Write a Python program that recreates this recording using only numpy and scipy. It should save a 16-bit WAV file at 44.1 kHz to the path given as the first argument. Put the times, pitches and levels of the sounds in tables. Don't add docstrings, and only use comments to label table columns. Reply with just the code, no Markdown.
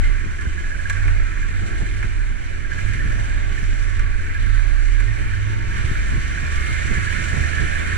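import sys
import numpy as np
from scipy import signal
from scipy.fft import rfft, irfft, next_fast_len
from scipy.io import wavfile
from scipy.ndimage import uniform_filter1d

SR = 44100
rng = np.random.default_rng(int(sys.argv[2]) if len(sys.argv) > 2 else 0)


def put_to_file(sound):
    columns = np.atleast_2d(sound).T
    safe = np.clip(columns, -1, 1)
    whole_steps = np.round(safe * 32767)
    wavfile.write(sys.argv[1], SR, whole_steps.astype(np.int16))


N = 351477
TIME = np.arange(N) / SR
SIZE = next_fast_len(N + SR // 4)
FREQ = np.arange(1, SIZE // 2 + 2) * SR / SIZE


def undb(db):
    return 10 ** (np.asarray(db) / 20)


def unit(x):
    return x / np.sqrt(np.mean(x ** 2))


def curves(table):
    s, *columns = np.transpose(table)
    return [np.interp(TIME, s, c) for c in columns]


def waver(rate):
    k = int(SR / rate)
    steps = np.repeat(rng.standard_normal(N // k + 1), k)
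    return unit(uniform_filter1d(uniform_filter1d(steps, k), k)[:N])


def mode(hz, width):
    return 1 / (1 + 1j * (FREQ / hz - hz / FREQ) * hz / width)


def resonate(modes, drive, flicker_db, rate):
    out, power = 0, 0
    for hz, width, db, pan_db, lag, share in modes:
        force = rng.standard_normal((3, N)) * drive * undb(flicker_db * waver(rate))
        common, left, right = rfft(force, SIZE)
        ring = undb(db) * mode(hz, width / np.sqrt(2 ** (1 / 4) - 1)) ** 4
        left = np.sqrt(share) * common * np.exp(-1j * lag) + np.sqrt(1 - share) * left
        right = np.sqrt(share) * common + np.sqrt(1 - share) * right
        out = out + ring * [undb(pan_db) * left, right]
        power += np.mean(np.abs(ring) ** 2)
    return irfft(out, SIZE)[:, :N] / np.sqrt(power)


# time in seconds, four-stroke cycle rate in Hz, relative levels of orders 2, 3 and 5 in dB,
# left minus right in dB.
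REVS = [(0.05, 15.5, -23.5, -28, -27.5, 2), (0.09, 17.3, -16.5, -33, -29, -16),
        (0.29, 14.5, -33, -43, -29, -4.5), (0.69, 13.7, -33, -54, -34.5, -1),
        (0.75, 15, -51, -33, -34.5, -6), (0.97, 18.7, -23.5, -46, -25.5, -10),
        (1.06, 18.8, -17, -32, -26.5, -7), (1.28, 17.2, -23.5, -35, -29.5, -11),
        (1.43, 17.2, -26, -41, -37.5, -16), (1.61, 18, -31, -49, -27, -13),
        (1.83, 19.4, -28, -24.5, -47, -9), (1.9, 19.3, -28, -35, -34, -5),
        (2.01, 19.2, -29, -28, -30.5, -4), (2.18, 17.9, -21.5, -38, -32.5, -11),
        (2.29, 17, -20.5, -42, -41, -6.5), (2.67, 15.3, -40, -40, -32, -8),
        (2.89, 19.8, -22.5, -47, -25, -11), (3.0, 22.6, -26, -40, -36, -1),
        (3.22, 20.3, -23.5, -38, -31.5, -5.5), (3.53, 16.5, -21, -51, -33, -8),
        (3.68, 17.0, -19.5, -44, -32, -7), (3.9, 18.2, -19.5, -41, -26, -14),
        (3.97, 18.1, -23, -38, -28.5, -6), (4.14, 17.2, -23, -45, -32, -12.5),
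        (4.3, 16.9, -30, -50, -32, -5), (4.52, 18.9, -19.5, -45, -26.5, -22),
        (4.82, 17.1, -17.5, -29, -36, -13), (5.0, 18.5, -16, -46, -28.5, -17),
        (5.11, 21.2, -19.5, -35, -24, -11), (5.18, 20.8, -27, -54, -36.5, -5),
        (5.29, 20.1, -24, -30, -30, -7.5), (5.5, 20.7, -30.5, -37, -28.5, -6),
        (5.66, 21.8, -28.5, -39, -35, -7), (5.92, 24.1, -32.5, -31, -37.5, -1.5),
        (6.01, 23.6, -24.5, -34, -40.5, -2), (6.21, 23.2, -31, -31, -50, -3),
        (6.45, 25.1, -26.5, -29, -43, -5.5), (6.65, 24, -32.5, -30, -42, -8.5),
        (6.9, 26.9, -31, -27, -39, -12.5), (7.2, 26.2, -31, -28, -40.5, -16),
        (7.37, 26.1, -34, -25.5, -36, -8.0), (7.57, 26.3, -28, -25, -36, -14),
        (7.75, 26.6, -31, -30.5, -37, -12), (7.95, 29, -33, -29.5, -54, -5)]
# time in seconds, relative level of order 4 in dB.
FOURTH_ORDER = [(0.05, -50), (0.5, -40), (0.95, -40), (1.3, -36), (1.7, -40), (2.05, -31), (2.3, -42),
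                (2.7, -43), (3.0, -36), (3.2, -29), (3.45, -42), (3.8, -35), (4.1, -33), (4.3, -42),
                (4.5, -34), (4.75, -34), (5.0, -42), (5.25, -36), (5.4, -30), (5.6, -32), (5.9, -43),
                (6.15, -40), (6.5, -40), (6.8, -34.5), (7.05, -31), (7.3, -39), (7.6, -37), (7.95, -42)]
# gain in dB, further gain on the left in dB, left lag in radians.
BOOM_ORDERS = [(8, 2.5, -1.64), (7.5, -1.5, -0.32), (6, -12.5, -1.2), (7.5, -1.5, 1.48)]
# multiple of the cycle rate, left and right levels in dB at a cycle rate of 20 Hz.
WEAK_ORDERS = [(6, -46, -42), (7, -50, -43), (8, -54, -45.5), (9, -60, -52), (10, -57, -49.5),
               (11, -55, -54), (12, -50.5, -53.5), (14, -58, -54)]
def engine():
    hz, second_db, third_db, fifth_db, pan_db = curves(REVS)
    levels_db = second_db, third_db, curves(FOURTH_ORDER)[0], fifth_db
    phase = 2 * np.pi * np.cumsum(hz) / SR + 0.035 * waver(15)
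    ports = np.zeros((2, N))
    for k, (db, left_db, lag) in enumerate(BOOM_ORDERS):
        level_db = db + levels_db[k] + 2.2 * waver(11)
        angle = (k + 2) * phase + k * k
        ports[0] += undb(level_db + pan_db + left_db) * np.sin(angle - lag)
        ports[1] += undb(level_db) * np.sin(angle)
    for multiple, *db in WEAK_ORDERS:
        wave = undb(2.7 * waver(3.5)) * np.sin(multiple * phase + rng.uniform(0, 2 * np.pi, (2, 1)))
        ports += undb(db)[:, None] * wave * (hz / 20) ** 0.82
    return ports, phase


# frequency in Hz, bandwidth in Hz, relative level on the right in dB,
# left minus right in dB, left lag in radians, share of power common to both ports.
CASE_LOW = [(1011, 119, 0, -3, -3, 0.96), (1134, 58, -2.1, -2, -1.5, 0.97)]
CASE_MID = [(1286, 210, -9, 0.5, -3, 0.96), (1410, 154, -5, -10.5, -0.8, 1),
            (1678, 317, 0, -2.5, -0.9, 0.82), (2094, 123, -4.5, 1, -1, 1),
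            (2297, 295, -2.5, -9, 0.77, 0.93), (2640, 520, -17, 2, 2.5, 0.44)]
def clatter(phase, clatter_db, knock):
    throb = 1 + 0.13 * np.cos(2 * phase)
    mid_drive = undb(clatter_db + 2.5) * throb + undb(8) * knock
    low_drive = undb(0.61 * clatter_db - 25) * throb + undb(2) * knock
    mid = resonate(CASE_MID, mid_drive, flicker_db=0.5, rate=14)
    return mid + resonate(CASE_LOW, low_drive, flicker_db=2, rate=9)


MOUNT_MODES = [(578, 47, -4, -2.5, -3, 0.99), (646, 277, -7.5, -0.5, -3, 0.94)]
def mount(buffet_db, clatter_db):
    drive = undb(0.62 * buffet_db + 0.34 * clatter_db - 5)
    return resonate(MOUNT_MODES, drive, flicker_db=2.5, rate=7)


CASE_HIGH = [(2968, 264, 12, -7, -0.14, 0.54), (3455, 620, 4.5, -2.5, 0.7, 0.52),
             (4050, 670, 4, -4.5, 1, 0.34), (4524, 300, 1, 1, 3, 0.29), (5270, 930, -1.5, -2.5, 3.5, 1),
             (5800, 860, 1, -1, 1.35, 0.52), (6300, 510, 1.5, -2.5, 3, 1),
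             (7220, 1480, 0.5, 0.5, 3.5, 0.33), (7800, 430, 1.5, -10, 2.5, 0.43),
             (8650, 1500, -4.5, -4.5, 0, 0.29), (9880, 1190, -12, 1, -1, 1),
             (12500, 1300, -19.5, -0.5, -14, 0.7)]
def spray(level_db, drops_per_s=240, decay_s=0.011):
    hits = (rng.random(N) < drops_per_s / SR) * undb(4.3 * np.minimum(rng.exponential(size=N), 5))
    drops = unit(signal.lfilter([1], [1, -np.exp(-1 / (decay_s * SR))], hits))
    return resonate(CASE_HIGH, undb(level_db + 6.5) * (1 + 0.31 * drops), flicker_db=1.2, rate=10)


# frequency in Hz, relative spectral density at that port in dB.
LEFT_SPECTRUM = [(50, -8), (100, -7), (180, -20.5), (240, -23.5), (320, -12.5), (450, -22), (600, -48)]
RIGHT_SPECTRUM = [(45, -9), (100, -14), (150, -20), (200, -23), (320, -31.5), (450, -34.5), (600, -68)]
def buffet(level_db):
    pan_db = -5 + waver(5.5)
    ports = []
    for spectrum, side, heave_db in (LEFT_SPECTRUM, .5, -26.5), (RIGHT_SPECTRUM, -.5, -23):
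        hz, colour_db = np.transpose(spectrum)
        colour = undb(np.interp(np.log(FREQ), np.log(hz), colour_db, right=-90))
        colour *= (FREQ / hz[0]).clip(0, 1) ** 2
        colour /= np.sqrt(np.mean(colour ** 2 * (FREQ > 130) * (FREQ < 400)))
        noise = rng.standard_normal(N) * undb(level_db + 1.5 + side * pan_db + 2 * waver(20))
        gusts = irfft(rfft(noise, SIZE) * colour, SIZE)[:N]
        heave = irfft(rfft(rng.standard_normal(N), SIZE) * mode(15.54, 28.2) ** 3, SIZE)[:N]
        ports.append(gusts + unit(heave) * undb(heave_db + 1.5 * waver(1.3)))
    return np.array(ports)


# start and end in seconds, first and last frequency in Hz, level in dB.
WHINES = [(0.02, 0.157, 2120, 2090, -38.5), (1.193, 1.346, 1342, 1306, -37.5),
          (1.567, 1.76, 1332, 1346, -39), (4.45, 4.63, 1344, 1306, -40), (5.055, 5.401, 876, 868, -42),
          (5.459, 5.8, 882.4, 948, -39), (6.443, 6.759, 1090, 1271, -39.5),
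          (6.561, 6.804, 2190, 2062, -31.5)]
def whines():
    mode_hz, _, _, _, mode_lag, _ = np.transpose(CASE_LOW + CASE_MID)
    out = 0
    for start, end, from_hz, to_hz, db in WHINES:
        progress = np.clip((TIME - start) / (end - start), 0, 1)
        hz = (from_hz + (to_hz - from_hz) * progress) * (1 + 0.009 * waver(40))
        lag = np.array([[np.interp(from_hz, mode_hz, mode_lag)], [0]])
        swell = undb(db) * np.sqrt(np.sin(np.pi * progress).clip(0))
        out = out + swell * np.sin(2 * np.pi * np.cumsum(hz) / SR - lag)
    return out * undb(2.5 * waver(50)) * np.array([[.95], [1]])


# start in seconds, level in dB, frequency in Hz, time to decay by 60 dB in seconds.
PINGS = [(0.0358, -22.5, 2080, 0.17), (0.2066, -24, 1660, 0.087), (0.387, -23, 1710, 0.12),
         (0.459, -16.5, 1570, 0.035), (0.578, -22.5, 1674, 0.12), (0.6397, -25, 1680, 0.18),
         (0.7042, -21, 1670, 0.043), (0.715, -21, 1670, 0.13), (0.7474, -18, 1560, 0.053),
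         (0.7895, -18, 1652, 0.076), (0.854, -16, 1630, 0.09), (0.8979, -17, 1642, 0.1),
         (0.906, -13, 1651, 0.062), (0.936, -16, 1610, 0.049), (0.9652, -22.5, 1563, 0.14),
         (1.1014, -23, 1514, 0.078), (1.4268, -25, 1630, 0.13), (2.0283, -20, 1672, 0.07),
         (2.6473, -21.5, 1620, 0.11), (2.716, -16, 1626, 0.079), (2.7805, -19, 1638, 0.13),
         (2.9362, -27, 2062, 0.086), (3.0036, -19, 1800, 0.05), (3.0686, -25, 1730, 0.12),
         (3.189, -22.5, 1772, 0.089), (3.5758, -17.5, 1772, 0.048), (4.138, -22, 1557, 0.071),
         (4.1949, -19, 1600, 0.048), (4.3066, -24, 2010, 0.086), (4.35, -21.5, 1630, 0.07),
         (4.466, -22, 1597, 0.08), (4.548, -24, 1540, 0.077), (4.592, -22.5, 1560, 0.075),
         (4.7078, -23, 1576, 0.096), (4.7697, -26.5, 1580, 0.14), (4.826, -29, 1570, 0.09),
         (5.006, -31, 1570, 0.11), (5.08, -23, 1838, 0.11), (5.3335, -24, 1592, 0.081),
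         (5.7106, -19, 1638, 0.055), (6.3732, -20, 1620, 0.11), (6.599, -32, 1662, 0.081),
         (6.817, -18, 1824, 0.059), (6.95, -16, 1718, 0.13), (7.028, -19, 1634, 0.08),
         (7.07, -16, 1706, 0.1), (7.193, -21, 1735, 0.1), (7.312, -23, 1690, 0.12),
         (7.435, -19, 1816, 0.08), (7.53, -16, 1718, 0.097), (7.58, -15, 1663, 0.099),
         (7.659, -20, 1712, 0.11), (7.721, -16, 1660, 0.089), (7.756, -14.5, 1700, 0.081),
         (7.794, -23, 1600, 0.082), (7.877, -23, 1760, 0.1), (7.92, -20, 1745, 0.098)]
def panel_pings(clatter_db, per_s=51):
    centre_hz = np.minimum(1613 + 24.1 * (curves(REVS)[0] - 17), 1719)
    pings = list(PINGS)
    for when, force, detune, decay in rng.random((int(per_s * N / SR), 4)):
        i = int(when * N)
        hz = centre_hz[i] + 200 * (detune - .5)
        pings.append((when * N / SR, clatter_db[i] + 2 + 4.7 * force, hz, 0.04 + 0.083 * decay))
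    out, age = np.zeros(N + SR, complex), np.arange(SR // 4) / SR
    attack = np.sin(np.minimum(age / 0.0035, 1) * np.pi / 2) ** 2
    for s, db, hz, t60 in pings:
        beat = 1 + 0.25 * np.exp(2j * np.pi * (rng.uniform(118, 122) * age + .5))
        note = attack * np.exp(2j * np.pi * hz * age - np.log(1000) * age / t60)
        out[int(s * SR):][:len(age)] += undb(db) * note * beat
    return np.imag(out[:N] * np.array([[undb(-7) * np.exp(1.3j)], [1]]))


# start in seconds, push level in dB, left minus right in dB, push length in seconds,
# relative level of the buffeting it stirs up in dB.
THUDS = [(0.261, -17, 6, 0.0069, -38), (0.467, -9, 0, 0.007, -36), (1.072, -16, 1, 0.0075, -36),
         (1.639, -31, -1.5, 0.0056, -41), (1.718, -18, -3, 0.012, -52), (1.825, -10.5, -4, 0.0057, -34),
         (2.044, -11, -4, 0.0079, -37), (3.056, -11, -13, 0.0066, -35), (3.197, -15, -4.0, 0.0053, -39),
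         (3.625, -14, 0, 0.0051, -42), (3.729, -13, 8, 0.0023, -41), (4.282, -40, -2.0, 0.004, -43),
         (4.43, -34, -3.0, 0.0039, -36.5), (5.188, -20, 4, 0.0046, -37), (5.799, -29, -1.5, 0.0038, -34),
         (5.841, -8.5, -12, 0.01, -38), (5.911, -8, 0, 0.0055, -36.5), (6.175, -9, 1, 0.0054, -55),
         (6.427, -16.5, 15, 0.005, -42), (6.914, -6, 4, 0.0031, -29.5), (6.978, -11, 13, 0.0057, -32.5),
         (7.22, -37, -2.5, 0.0041, -38), (7.334, -30, -4, 0.0058, -36), (7.361, -18, -2, 0.002, -36),
         (7.4, -10, -12, 0.013, -43), (7.623, -35, -3.5, 0.004, -35)]
def thuds():
    out = np.zeros((2, N + SR))
    for s, db, pan_db, length, _ in THUDS:
        push = np.hanning(int(length * SR))
        out[:, int(s * SR):][:, :len(push)] += undb(db + np.array([[pan_db], [-pan_db]]) / 2) * push
    gear = mode(76, 133) ** 2
    mount_ring = undb(-12) * mode(640, 300) + undb(-4) * mode(620, 50) * np.array([[-1], [1]])
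    return irfft(rfft(out[:, :N], SIZE) * (gear + mount_ring), SIZE)[:, :N]


# time in seconds, relative level of the buffeting between thuds in dB.
BUFFET_BASE = [(0.1, -43), (1.42, -43.5), (1.66, -38.5), (2.1, -46), (2.77, -42.5), (2.9, -40), (4.88, -44),
               (5.05, -42), (7.9, -38.5)]
def turbulence_db(rise_s=0.026, fall_s=0.029):
    power = undb(curves(BUFFET_BASE)[0]) ** 2
    for s, *_, db in THUDS:
        surge = np.exp(-np.abs(TIME - s) / np.where(TIME < s, rise_s, fall_s))
        power += (undb(db) * surge) ** 2
    return 10 * np.log10(power)


# start in seconds, relative level in dB, treble offset in dB, decay constant in seconds.
KNOCKS = [(0.408, -43, -22, 0.019), (0.662, -50, -24, 0.0056), (0.87, -42, -25, 0.006),
          (0.896, -29.5, -20.5, 0.0083), (1.077, -35.5, -26, 0.0072), (2.025, -35, -28, 0.0098),
          (2.709, -61, -28, 0.031), (2.933, -40, -20, 0.006), (3.884, -49, -24, 0.0059),
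          (3.992, -34, -25, 0.0081), (5, -39.5, -21, 0.011), (5.748, -50, -21, 0.042),
          (6.444, -47, -30, 0.006), (6.618, -50, -23, 0.0086), (7.125, -45, -14, 0.012)]
def knock_envelope(treble, rise_s=0.0015):
    out = np.zeros(N)
    for s, db, treble_db, decay_s in KNOCKS:
        age = np.maximum(TIME - s, 0)
        out += np.minimum(age / rise_s, 1) * undb(db + treble * treble_db) * np.exp(-age / decay_s)
    return out


def knock_treble(tilt_db_per_octave=4):
    bright = [(hz, width, db + tilt_db_per_octave * np.log2(min(hz, 8000) / 3000), *ports)
              for hz, width, db, *ports in CASE_HIGH]
    return resonate(bright, undb(22.5) * knock_envelope(treble=True), flicker_db=1, rate=10)


# time of the peak in seconds, level in dB, Gaussian spread in seconds.
BUMPS = [(0.903, -43, 0.0087), (1.815, -45, 0.012), (2.035, -46, 0.01), (6.92, -44, 0.01),
         (6.985, -45, 0.0078), (7.335, -43, 0.012), (7.37, -40, 0.0079)]
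CHASSIS_MODES = [(440, 240, 2, -2, 0.59, 0.87), (750, 510, -1, -2, -0.22, 1),
                 (1060, 170, -7, -2, -1.3, 0.97)]
def bumps():
    drive = sum(undb(db) * np.exp(-.5 * ((TIME - s) / spread) ** 2) for s, db, spread in BUMPS)
    return resonate(CHASSIS_MODES, drive, flicker_db=0, rate=10)


# time in seconds, relative clatter level in dB, offset from it for the spray in dB.
CHURN = [(0.06, -35.5, -17), (0.3, -38, -16.5), (0.41, -38.5, -15), (0.78, -38.5, -15.5),
         (0.92, -37.5, -13.5), (0.96, -34, -17.5), (1.29, -36.5, -17), (1.97, -36.5, -15.5),
         (2.3, -39.5, -16), (2.61, -38, -17), (2.7, -39.5, -17), (2.73, -36, -16.5), (2.9, -34, -16.5),
         (2.99, -34.5, -17), (3.51, -36.5, -16), (3.58, -36, -15), (4.12, -37, -17.5), (4.43, -35.5, -17.5),
         (4.78, -37, -15.5), (5.05, -36.5, -15.5), (5.16, -35, -17), (5.5, -36, -15.5),
         (5.64, -36.5, -16.5), (5.76, -34, -15.5), (5.93, -33, -15.5), (6.25, -33.5, -16),
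         (6.48, -32.5, -15.5), (6.72, -30.5, -14.5), (6.9, -29.5, -17.5), (7.12, -28.5, -16.5),
         (7.3, -30.5, -15.5), (7.49, -30, -17), (7.71, -29.5, -16.5), (7.95, -29, -17)]
def scene():
    clatter_db, spray_offset_db = curves(CHURN)
    buffet_db = turbulence_db()
    boom, phase = engine()
    body = clatter(phase, clatter_db, knock_envelope(treble=False)) + mount(buffet_db, clatter_db)
    treble = spray(clatter_db + spray_offset_db) + knock_treble()
    return boom + body + treble + whines() + panel_pings(clatter_db) + buffet(buffet_db) + thuds() + bumps()


def record(dry):
    return signal.sosfilt(signal.ellip(8, .2, 70, 14300, fs=SR, output="sos"), dry)


dry = scene()
out = record(dry)
put_to_file(out)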